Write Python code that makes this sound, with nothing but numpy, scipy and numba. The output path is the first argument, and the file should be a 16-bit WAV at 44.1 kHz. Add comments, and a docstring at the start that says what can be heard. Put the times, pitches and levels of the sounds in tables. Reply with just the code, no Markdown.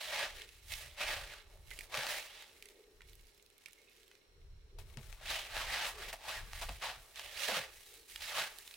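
"""Crumbing chicken by hand

Two hands scoop dry breadcrumbs over raw chicken in a plastic basin on a tiled floor, close to the microphone.
Each stroke is a swarm of random clicks and noise: digging deep adds the basin's body, poured crumbs mostly fizz.
Short filtered bursts make the cracks, ticks and sticky smacks, noise-fed resonances rasp and paired sines thud.
Low noise in gusts rumbles on the microphone over a faint far drone and steady hiss."""
import sys
import numpy as np
from scipy import signal
from scipy.fft import rfft, irfft
from scipy.io import wavfile
from scipy.ndimage import map_coordinates
from numba import njit

SR = 44100
rng = np.random.default_rng(int(sys.argv[2]) if len(sys.argv) > 2 else 0)


def wav_out(sig):
    """Save sig, one row per channel (or a flat mono array), as 16-bit PCM at SR to the path in sys.argv[1]."""
    wavfile.write(sys.argv[1], SR, np.round(np.clip(np.atleast_2d(sig).T, -1, 1) * 32767).astype(np.int16))


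N = 386316
TIME = np.arange(N) / SR
STEPS = np.arange(0, N, 64) / SR  # coarser clock for the level curves, in seconds
FILTER_SIZE = 8192
FREQ = np.maximum(np.arange(FILTER_SIZE // 2 + 1) * SR / FILTER_SIZE, 1)
SIDES = np.array([[1], [-1]])  # left, right
# resonances of the loaded basin: centre_hz, width_hz, lift_db
BASIN = [(858, 150, 6.5), (1161, 92, 5), (1672, 44, 4), (1880, 100, 2.5), (2590, 38, 5.5), (3915, 160, 2)]


def undb(db):
    """Decibels to gain."""
    return 10 ** (np.asarray(db) / 20)


def unit(x):
    """Scale to rms 1."""
    return x / np.sqrt(np.mean(x ** 2))


def curves(table):
    """Each column of a table, after its time column, as a value per sample."""
    s, *columns = np.transpose(table)
    return [np.interp(TIME, s, column) for column in columns]


def spectrum(points):
    """Gain at every frequency from (Hz, dB) points, joined along log frequency."""
    hz, db = np.transpose(points)
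    return undb(np.interp(np.log(FREQ), np.log(hz), db))


def bell(hz, width_hz):
    """Gain of one resonance, 1 at its centre."""
    return 1 / np.sqrt(1 + ((FREQ ** 2 - hz ** 2) / (FREQ * width_hz)) ** 2)


def lifted(resonances):
    """Gain of (Hz, width Hz, dB lift) resonances on a flat spectrum; overlapping lifts add in dB."""
    return undb(sum(db * bell(hz, width) ** 2 for hz, width, db in resonances))


def impulse_response(gain):
    """Causal (minimum-phase) response with the given gain: it rings after a click, never before."""
    cepstrum = irfft(np.log(gain + 1e-6))[:FILTER_SIZE // 2]
    cepstrum[0] /= 2
    return irfft(np.exp(rfft(2 * cepstrum, FILTER_SIZE)))[None, :FILTER_SIZE // 2]


def colour(x, gain):
    """Filter each row of a sound with the given gain."""
    x = np.atleast_2d(x)
    return signal.oaconvolve(x, impulse_response(gain), axes=1)[:, :x.shape[1]]


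@njit
def moving_ring(x, hz, width_hz):
    """State-variable band-pass whose centre may move; gain 1 at the centre."""
    y, band, low = np.empty(len(x)), 0., 0.
    for i in range(len(x)):
        g, k = np.tan(np.pi * hz[i] / SR), width_hz / hz[i]
        v = (band + g * (x[i] - low)) / (1 + g * (g + k))
        band, low, y[i] = 2 * v - band, low + 2 * g * v, k * v
    return y


def walk(rate):
    """Random wander with a spread near 1, in straight lines between `rate` random knots per second."""
    knots = rng.standard_normal(4096)
    return map_coordinates(knots, [TIME * rate], order=1, mode="wrap") * np.sqrt(3 / 2)


def swell(start, rise, hold, fall):
    """Attack, hold and release in dB: 0 at the top, straight slopes in dB on either side."""
    range_db = 20.5  # spanned by each rise or fall; the slopes then run on to ten times this
    early = (start + rise - STEPS) / max(rise, 1e-3)
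    late = (STEPS - start - rise - hold) / max(fall, 1e-3)
    return -range_db * np.clip(np.maximum(early, late), 0, 10)


def together(levels_db, floor_db):
    """Level per sample of overlapping sounds above a floor: their powers add."""
    power = np.sum(undb(levels_db) ** 2, axis=0) + undb(floor_db) ** 2
    return np.interp(TIME, STEPS, 10 * np.log10(power))


def add(out, s, sound, db, pan_db):
    """Place a short sound at its start time, peak level of the middle and side."""
    start = int(s * SR)
    sound = np.atleast_2d(sound)
    sound = (sound / np.abs(sound.mean(axis=0)).max())[:, :N - start]
    out[:, start:start + sound.shape[1]] += sound * undb(db + SIDES * pan_db / 2)


def fracture(snap_s, settle_s, settle_db):
    """One sharp break and the short rattle of its fragments, as fading random signs: (mid, side)."""
    t = TIME[:2048]
    decay = np.exp(-t / snap_s) + undb(settle_db) * np.exp(-t / settle_s)
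    return np.sign(rng.standard_normal((2, len(t)))) * decay


def grains(rate, scatter_db):
    """Random clicks of steady mean power, each from its own direction: (mid, side)."""
    chance, sign, place = rng.random(N), rng.standard_normal(N), rng.standard_normal(N)
    size = undb(scatter_db * np.minimum(rng.exponential(size=N), 4))
    # denser clicks are made smaller so that the power holds
    clicks = unit((chance < rate / SR) * np.sign(sign) * size / np.sqrt(rate))
    return np.array([clicks, clicks * np.sign(place) * np.sqrt(np.abs(place))])


def off_the_wall(x):
    """The basin's wall returns a weaker copy about 2 ms later."""
    lag, strength = int(SR * rng.uniform(.0015, .0023)), .55
    return x + strength * np.pad(x, ((0, 0), (lag, 0)))[:, :x.shape[1]]


def air(gain, width):
    """Stereo noise of a given colour; mid and side share one rms of 1 before the side is widened."""
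    mid, side = unit(colour(rng.standard_normal((2, N)), gain))
    return mid + width * SIDES * side


def rumble(trim_db=0.1, flutter_db=3.4):
    """Puffs of air on the microphone: very low noise that swells and flutters."""
    # puffs: start_s, rise_s, hold_s, fall_s, level_db (before trim and flutter)
    puffs = [(0.0, 0.64, 0.26, 0.28, -54.5), (0.976, 0.074, 0.21, 0.38, -52.5),
             (1.415, 0.19, 0.11, 0.28, -54), (1.8, 0.14, 0.043, 1.2, -65.5),
             (2.85, 0.11, 0.27, 0.19, -65.5), (4.242, 0.27, 0.81, 0.25, -53),
             (5.446, 0.091, 0.15, 2.1, -53.5), (6.297, 0.12, 0.4, 0.31, -53), (7.5, 0.13, 0.25, .15, -71),
             (8.035, 0.068, 0.035, 0.58, -63)]
    # colour of the moving air: freq_hz, gain_db (relative)
    draught_colour = [(11, -35), (18, 6.5), (32, 5), (51, -2), (84, -7.5), (167, -25), (243, -40.5),
                      (300, -43), (390, -43), (660, -120)]
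    calm_db = -79  # between the puffs, before trim and flutter
    wind_db = together([db + swell(*shape) for *shape, db in puffs], calm_db)
    tone = spectrum(draught_colour) / (1 + (22 / FREQ) ** 4)  # thins out below 22 Hz
    return air(tone, width=0.15) * undb(wind_db + trim_db + flutter_db * walk(rate=11))


def drone(drone_hz=415, width_hz=120, waver_db=3.6):
    """A far, wavering drone: a narrow band of noise that swells now and then."""
    # swells: top_s, level_db (before the waver)
    drone_swells = [(.4, -67), (2.78, -64), (3.76, -71.5), (4.93, -66.5), (5.999, -60.5), (8.0, -66.5)]
    rest_db, rise_s, fall_s = -77.5, 0.31, 0.16
    levels_db = [db + swell(s - rise_s, rise_s, 0, fall_s) for s, db in drone_swells]
    far_db = together(levels_db, rest_db)
    return air(bell(drone_hz, width_hz) ** 2, width=0.12) * undb(far_db + waver_db * walk(rate=11))


def hiss(level_db=-75.5):
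    """Steady faint background noise, as wide as it is central."""
    # colour: freq_hz, gain_db (relative)
    ambience = [(35, -21), (60, -18), (210, -6.5), (298, -6), (385, -4), (773, -12), (1320, -12),
                (1900, -13), (3200, -14.5), (4800, -19), (6500, -21.5), (15500, -32)]
    # narrow peaks: centre_hz, width_hz, lift_db
    hiss_peaks = [(4100, 380, 9.5), (5540, 280, 13.5)]
    return air(spectrum(ambience) * lifted(hiss_peaks), width=1.0) * undb(level_db)


def background():
    """Gusty rumble on the microphone, a far drone and steady faint hiss."""
    return rumble() + drone() + hiss()


def room(x, t60_s, wet_db, damp_hz):
    """Tiles and walls return a short, duller tail: decaying noise through a gentle low-pass."""
    t = TIME[:SR // 2]
    tail = rng.standard_normal((2, len(t))) * undb(-60 * t / t60_s) * (t > .003)  # 3 ms gap first
    tail = signal.sosfilt(signal.butter(1, min(damp_hz, SR / 3), fs=SR, output="sos"), tail)
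    tail = tail / np.sqrt(np.sum(tail ** 2) / 2)
    return x + undb(wet_db) * signal.oaconvolve(x, tail, axes=1)[:, :N]


def bumps(rise_s=0.0041, decay_s=0.017, overtone=1.654, overtone_db=-8):
    """The crumb-laden basin thuds in two sine modes and dies away within a few cycles."""
    # dull bumps: start_s, peak_db, pitch_hz
    thuds = [(0.853, -73, 120), (1.254, -71, 119), (1.974, -48, 130), (4.97, -41, 131), (6.69, -50.5, 172),
             (6.968, -63, 129), (7.519, -47, 208), (7.565, -49, 167), (7.591, -52.5, 122), (8.41, -62, 130)]
    out, t = np.zeros((2, N)), TIME[:8192]
    for s, db, hz in thuds:
        modes = np.sin(2 * np.pi * hz * t) + undb(overtone_db) * np.sin(2 * np.pi * hz * overtone * t)
        add(out, s, modes * (1 - np.exp(-t / rise_s)) * np.exp(-t / decay_s), db, 0)
    return out


def rings(rise_s=0.00059, width_hz=260):
    """Rubbing crumbs feed a narrow resonance for a moment: a rough tone that swells and fades."""
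    # rasps on the plastic: start_s, peak_db, pitch_hz, decay_s
    rasps = [(0.703, -45, 2110, 0.035), (1.713, -42, 2070, 0.014), (2.63, -66, 2120, 0.065),
             (3.775, -59.5, 2210, 0.036), (3.869, -62.5, 2530, .06), (7.485, -31, 564, 0.022),
             (8.722, -55, 2520, 0.035)]
    out, t = np.zeros((2, N)), TIME[:8192]
    for s, db, hz, decay_s in rasps:
        rub = rng.standard_normal(len(t)) * (1 - np.exp(-t / rise_s)) * np.exp(-t / decay_s)
        add(out, s, colour(rub, bell(hz, width_hz) ** 2), db, pan_db=-5)
    return out


def smacks(ring_width_hz=550, ring_db=8, snap_s=.0007, tail_s=0.026, tail_db=-24, spread=0.25):
    """A damp film snaps and the small air pocket behind it rings for a few cycles."""
    # sticky skin and damp clumps parting: start_s (0.54 ms early), peak_db, ring_hz,
    # snap_db (gain of the broad snap), pan_db (left minus right)
    partings = [(0.72, -33.5, 2160, -1, -4.0), (0.737, -29.5, 3360, -14, -11), (1.7053, -39, 2120, 29, -8),
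                (1.7116, -39, 1900, -17, -8), (1.7892, -31.5, 1840, 14, -8), (1.8079, -35.5, 2080, 6, -6),
                (2.4232, -40, 2070, 1, 4), (2.624, -38, 2220, 10, -4), (2.656, -42.5, 2100, 13, -7),
                (3.0068, -46.5, 1990, -21, -6), (3.018, -43.5, 1920, -13, -5),
                (3.6589, -38, 2370, -4.5, -9.5), (3.6833, -44, 1680, 3, -5.5), (4.1137, -47, 2180, -10, -3),
                (4.152, -53, 2160, -10, -11)]
    out = np.zeros((2, N))
    edge = spectrum([(400, -7), (1200, -48), (2000, 5.5), (3600, -5.0), (5000, -4.5), (9000, -4),
                     (15000, -13.5)])
    for s, db, hz, snap_db, pan_db in partings:
        pocket = undb(ring_db) * bell(hz, ring_width_hz) * bell(hz, 2 * hz)
        tone = pocket + undb(snap_db) * edge
        mid, side = colour(off_the_wall(fracture(snap_s, tail_s, tail_db)), tone)
        add(out, s + 0.00054, mid + spread * SIDES * side, db, pan_db)
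    return out


def shed():
    """Tick rows for crumbs that drop at random off the lifted drumstick, smaller on the whole as they go."""
    # when they fall: first_s, last_s
    first, last = (3.08, 4.08)
    count, level_db, fade_db_per_s, scatter_db = 22, -52, 2, 2.5
    bright_db, pan_db = -3, -7
    after = (np.arange(count) + rng.random(count)) / count * (last - first)
    size, bright = scatter_db * rng.standard_normal((count, 2)).T
    return [(first + s, level_db - fade_db_per_s * s + a, bright_db + 2 * b, pan_db)
            for s, a, b in zip(after, size, bright)]


def ticks(snap_s=.0005, settle_s=0.0046, settle_db=-20, spread=0.49, trim_db=-1):
    """A dry crumb snaps or drops on the heap: too small to ring, it makes a broad, bright click."""
    # single crumbs: start_s (0.85 ms early), peak_db (before the trim),
    # bright_db (gain of the bright part, body 0), pan_db (left minus right)
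    single_crumbs = [(0.418, -35, -24, -4), (0.4893, -42, -19, -3), (2.6864, -42.5, -11, -9),
                     (3.1313, -46, -9, -6), (3.1531, -48, 4, -3), (3.7307, -43.5, -5, -8),
                     (7.158, -37.5, -15, -4), (8.159, -26.5, -22, -4), (8.585, -37, 0, -6),
                     (8.676, -34.5, -7, 0), (8.71, -37, -25, -3), (8.74, -39, -21, -4.0)]
    out = np.zeros((2, N))
    body = bell(hz=3100, width_hz=2900) ** 2
    bright = spectrum([(500, -18), (2000, -33), (5000, -11.5), (9000, -4.5), (15000, -6.0)])
    for s, db, bright_db, pan_db in single_crumbs + shed():
        click = off_the_wall(fracture(snap_s, settle_s, settle_db))
        mid, side = colour(click, body + undb(bright_db) * bright)
        add(out, s + 0.00085, mid + spread * SIDES * side, db + trim_db, pan_db)
    return out


def cracks(snap_s=.0011, settle_s=0.0012, settle_db=-18, spread=0.19):
    """A hard crumb gives way at once; its fragments settle and the basin rings briefly."""
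    # coarse crumbs against the plastic: start_s, peak_db, pan_db (left minus right)
    hard_crumbs = [(1.9432, -26.5, -2), (1.9502, -26, 2), (1.9736, -23.5, 1), (2.034, -29, 1),
                   (2.0675, -25.5, -1), (4.787, -44.5, 14), (4.972, -42, 16), (5.127, -40.5, 15.5),
                   (5.5674, -24, 0.5), (6.129, -32, 1), (6.533, -31, -1), (6.614, -34, -3),
                   (6.692, -30.5, 2), (6.8221, -39, 7), (7.1949, -32, -2), (7.485, -26, 6)]
    out = np.zeros((2, N))
    tone = spectrum([(200, -18), (550, -4), (1300, -3), (2400, 0), (4500, -5), (8000, -13), (15000, -21)])
    tone = tone * lifted(BASIN)
    for s, db, pan_db in hard_crumbs:
        mid, side = colour(fracture(snap_s, settle_s, settle_db), tone)
        add(out, s, mid + spread * SIDES * side, db, pan_db)
    return out


def grit(push_db, pan_db, rate=60, follow=0.64, level_db=-57, spread=0.89):
    """Larger damp crumbs patter and ring faintly; they follow the hands only in part, so light moves bare them."""
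    tone = spectrum([(300, -31), (1000, -18), (2200, 0), (4000, 5.0), (6000, -26.0), (10000, -12.0),
                     (15000, -30)])
    tone = tone * lifted([(2170, 140, 18), (2780, 120, 5.7), (3820, 350, 4)])
    mid, side = colour(off_the_wall(grains(rate, scatter_db=2.0)), tone)
    patter = (mid + spread * SIDES * side) / mid.std()
    return patter * undb(level_db + follow * (push_db - push_db.max()) + SIDES * pan_db / 2)


def hands():
    """Scoops, pours and pats add up to levels of crunch, body and fizz; the louder ones weigh most on the side."""
    # a hand shoves through the crumbs: start_s, rise_s, hold_s, fall_s, crunch_db,
    # body_db (re crunch), fizz_db (re crunch), pan_db (left minus right; each layer takes its share)
    scoops = [(0.0, 0.012, 0.16, 0.2, -46, -10, -7.5, -7.5),
              (0.06, 0.07, 0.11, 0.097, -41.5, -5.5, -17, -1),
              (0.32, 0.048, 0.062, 0.065, -53.5, -15, -9, -3),
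              (0.965, 0.042, 0.021, 0.25, -42, -6, -13, -2),
              (1.02, 0.069, 0.031, 0.17, -40.5, -5.5, -9.5, -8),
              (1.23, 0.068, 0.069, 0.1, -55.5, -9, -10.5, -7),
              (1.898, 0.046, 0.099, 0.082, -43, -5, -10, -3), (2.0, 0.11, 0.048, 0.14, -43.5, -7, -5, -8),
              (2.24, 0.041, 0.14, 0.15, -56.5, -9.5, -9, -8),
              (5.22, 0.087, 0.054, 0.15, -40, -7.5, -10, -2.5),
              (5.47, 0.075, .15, 0.087, -45, -4.5, -10, -5),
              (5.68, 0.045, .125, 0.11, -40, -5.5, -12.5, -1.5),
              (5.93, 0.053, 0.12, 0.049, -51.5, -4.5, -7.5, 0),
              (6.2, 0.096, 0.043, 0.12, -43, -4.5, -9, -0.5),
              (6.808, 0.018, 0.066, 0.09, -42.5, -5, -12.5, 0),
              (7.28, .16, 0.044, 0.066, -40, -12, -7.5, -13),
              (7.465, 0.023, 0.089, 0.11, -40, -5, -9.5, -5),
              (8.19, 0.035, 0.072, 0.069, -46.5, -15.5, -7, -9),
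              (8.24, 0.13, 0.036, 0.13, -39.5, -5.5, -8.5, -4)]
    # loose crumbs run off the fingers onto the heap: same columns as the scoops
    pours = [(0.437, 0.036, 0.043, 0.43, -66.5, -18, -2.5, -6),
             (0.654, 0.069, 0.023, 0.11, -50, -11, 1, -15), (0.76, 0.034, 0.035, 0.22, -56, -9.5, -5, -8),
             (1.417, 0.1, 0.035, 0.17, -73, 0.5, 1.5, -10.5),
             (1.622, 0.094, 0.12, 0.095, -64, -5.5, 3, -10), (2.444, 0.029, 0.24, 0.52, -73, -5, 2.5, -8),
             (3.019, 0.054, 0.062, 0.74, -73.5, -16, 2.5, -17), (3.49, 0.12, 0.52, 0.2, -74, -15, -1.5, -8),
             (4.783, .02, 0.13, 0.15, -75, -2.5, 2.5, 15), (4.95, 0.073, 0.12, 0.069, -68, -5.5, 2.5, 21),
             (5.82, 0.054, 0.022, 0.053, -52, -1.5, 3, -1), (6.411, 0.15, 0.073, 0.37, -53.5, -7.5, -3, -7),
             (6.926, 0.061, 0.23, 0.45, -72, -1, 6, -0.5), (7.137, 0.036, 0.027, 0.22, -51, -10, -8.5, -8),
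             (7.672, 0.058, 0.23, 0.3, -65, -10.5, 4, -8), (8.063, 0.029, 0.042, 0.19, -60, -21, 1.5, -13),
             (8.463, 0.034, 0.25, .3, -66, -7.5, 5, -3)]
    # a clump or a piece of chicken lands on the heap: start_s, then crunch_db to pan_db as in the scoops
    pats = [(4.783, -58, -2.5, 0.5, 16), (4.97, -61, 2.5, -15, 18), (5.21, -60, -0.5, -18, 13),
            (6.126, -50.5, 0, -2, -1), (6.616, -45, -0.5, -6, 3), (6.684, -49, 0.5, -22, 1)]
    # the heap settles between strokes: crunch_db, body_db, fizz_db
    rest_db = (-89, -91, -87)
    pat_rise_s, pat_hold_s, pat_fall_s = 0.0033, 0.002, 0.046
    body_growth, fizz_growth = 0.93, 0.85  # dB per dB of crunch within a stroke
    strokes = scoops + pours + [(s, pat_rise_s, pat_hold_s, pat_fall_s, *rest) for s, *rest in pats]
    shape = np.array([swell(*row[:4]) for row in strokes])
    db, body_db, fizz_db, pan_db = np.array([row[4:] for row in strokes]).T[:, :, None]
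    weight = undb(db + shape)
    side_db = np.sum(weight * pan_db, axis=0) / weight.sum(axis=0)
    return (together(db + shape, rest_db[0]),
            together(db + body_db + body_growth * shape, rest_db[1]),
            together(db + fizz_db + fizz_growth * shape, rest_db[2]),
            np.interp(TIME, STEPS, side_db))


def crumbs(push_db, deep_db, fine_db, pan_db, rate=7000, crowding=.35, rub=1.0, jerk_db=1.3, clump_db=1.0,
           ring_width_hz=90, body_hz=1350, fizz_hz=5400):
    """Crumbs break and slide: a harder push breaks more of them each second, in small jerks."""
    # colour of crumbs shoved across the basin: freq_hz, gain_db (relative)
    crumb_colour = [(100, -15.5), (200, -16), (300, -17.5), (440, -10.5), (580, -2.5), (850, -5),
                    (1020, -6.5), (1900, 0), (3000, 0.5), (4000, -1.5), (5200, -3.5), (7000, -5.5),
                    (10000, -5), (13000, -9.5), (16000, -8)]
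    # the basin's lowest ring moves as the hands shift the load on it: time_s, pitch_hz, strength_db
    hollow = [(0, 600, 7), (1.1, 585, 2), (2.1, 558, 4), (5.3, 633, -2), (5.8, 720, -5), (6.3, 647, -10),
              (6.9, 716, 1.5), (7.3, 570, 7.5), (7.55, 543, 6), (8.4, 600, -9), (8.76, 600, -7)]
    hollow_hz, hollow_db = curves(hollow)
    per_s = rate * undb(crowding * (push_db - push_db.max()))  # `rate` at the hardest push
    swarm = grains(per_s, scatter_db=3.0) + rub * rng.standard_normal((2, N))
    swarm = swarm * undb(jerk_db * walk(rate=130) + clump_db * walk(rate=34))
    tone = spectrum(crumb_colour) * lifted(BASIN)
    # the basin radiates as one body; single crumbs are scattered across the width
    width = spectrum([(600, -17.5), (1300, -10.5), (2600, -7.0), (5000, -3.5), (12000, -3.5)])
    mid, side = colour(swarm[0], tone)[0], colour(swarm[1], tone * width)[0]
    mid = mid + undb(hollow_db) * moving_ring(mid, hollow_hz, float(ring_width_hz))

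    # the gap under the fingers keeps changing shape, so a resonance roams through the crunch
    gap_hz, gap_width_hz, gap_gain, gap_wander = 2160, 280, 0.86, 0.27
    # it sounds lower as the hand digs deeper (depth: body re crunch)
    sag_octaves_per_db, usual_depth_db = 0.24, -7
    sag_octaves = sag_octaves_per_db * (deep_db - push_db - usual_depth_db)
    roaming_hz = gap_hz * np.exp(gap_wander * walk(rate=14)) / 2 ** sag_octaves
    mid = mid + gap_gain * moving_ring(mid, np.minimum(roaming_hz, SR / 4), float(gap_width_hz))

    # deep strokes bring out the basin's body, light ones the fizz of the finest crumbs
    whole = rfft(mid + SIDES * side)
    hz = np.arange(N // 2 + 1) * SR / N
    body = 1 / (1 + (hz / body_hz) ** 5)
    fizz = 1 - 1 / (1 + (hz / fizz_hz) ** 4)
    crunch = 1 - body - fizz
    out = 0
    for share, db, lean_db in ((body, deep_db, 0), (crunch, push_db, 0.43 * pan_db),
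                               (fizz, fine_db, 0.11 * pan_db)):
        part = irfft(whole * share, N)
        out = out + part / part.mean(axis=0).std() * undb(db + SIDES * lean_db / 2)
    return out


def scene():
    """All that happens in the basin, in its room, with the bumps and the background left dry."""
    push_db, deep_db, fine_db, pan_db = hands()
    basin = crumbs(push_db, deep_db, fine_db, pan_db) + grit(push_db, pan_db)
    basin = basin + cracks() + ticks() + smacks() + rings()
    return room(basin, t60_s=0.51, wet_db=-21.5, damp_hz=5400) + bumps() + background()


def record(dry):
    """The recorder cuts the top: a steep low-pass."""
    top_hz = 15900
    return signal.sosfilt(signal.ellip(10, .2, 70, top_hz, fs=SR, output="sos"), dry)


dry = scene()
out = record(dry)
wav_out(out)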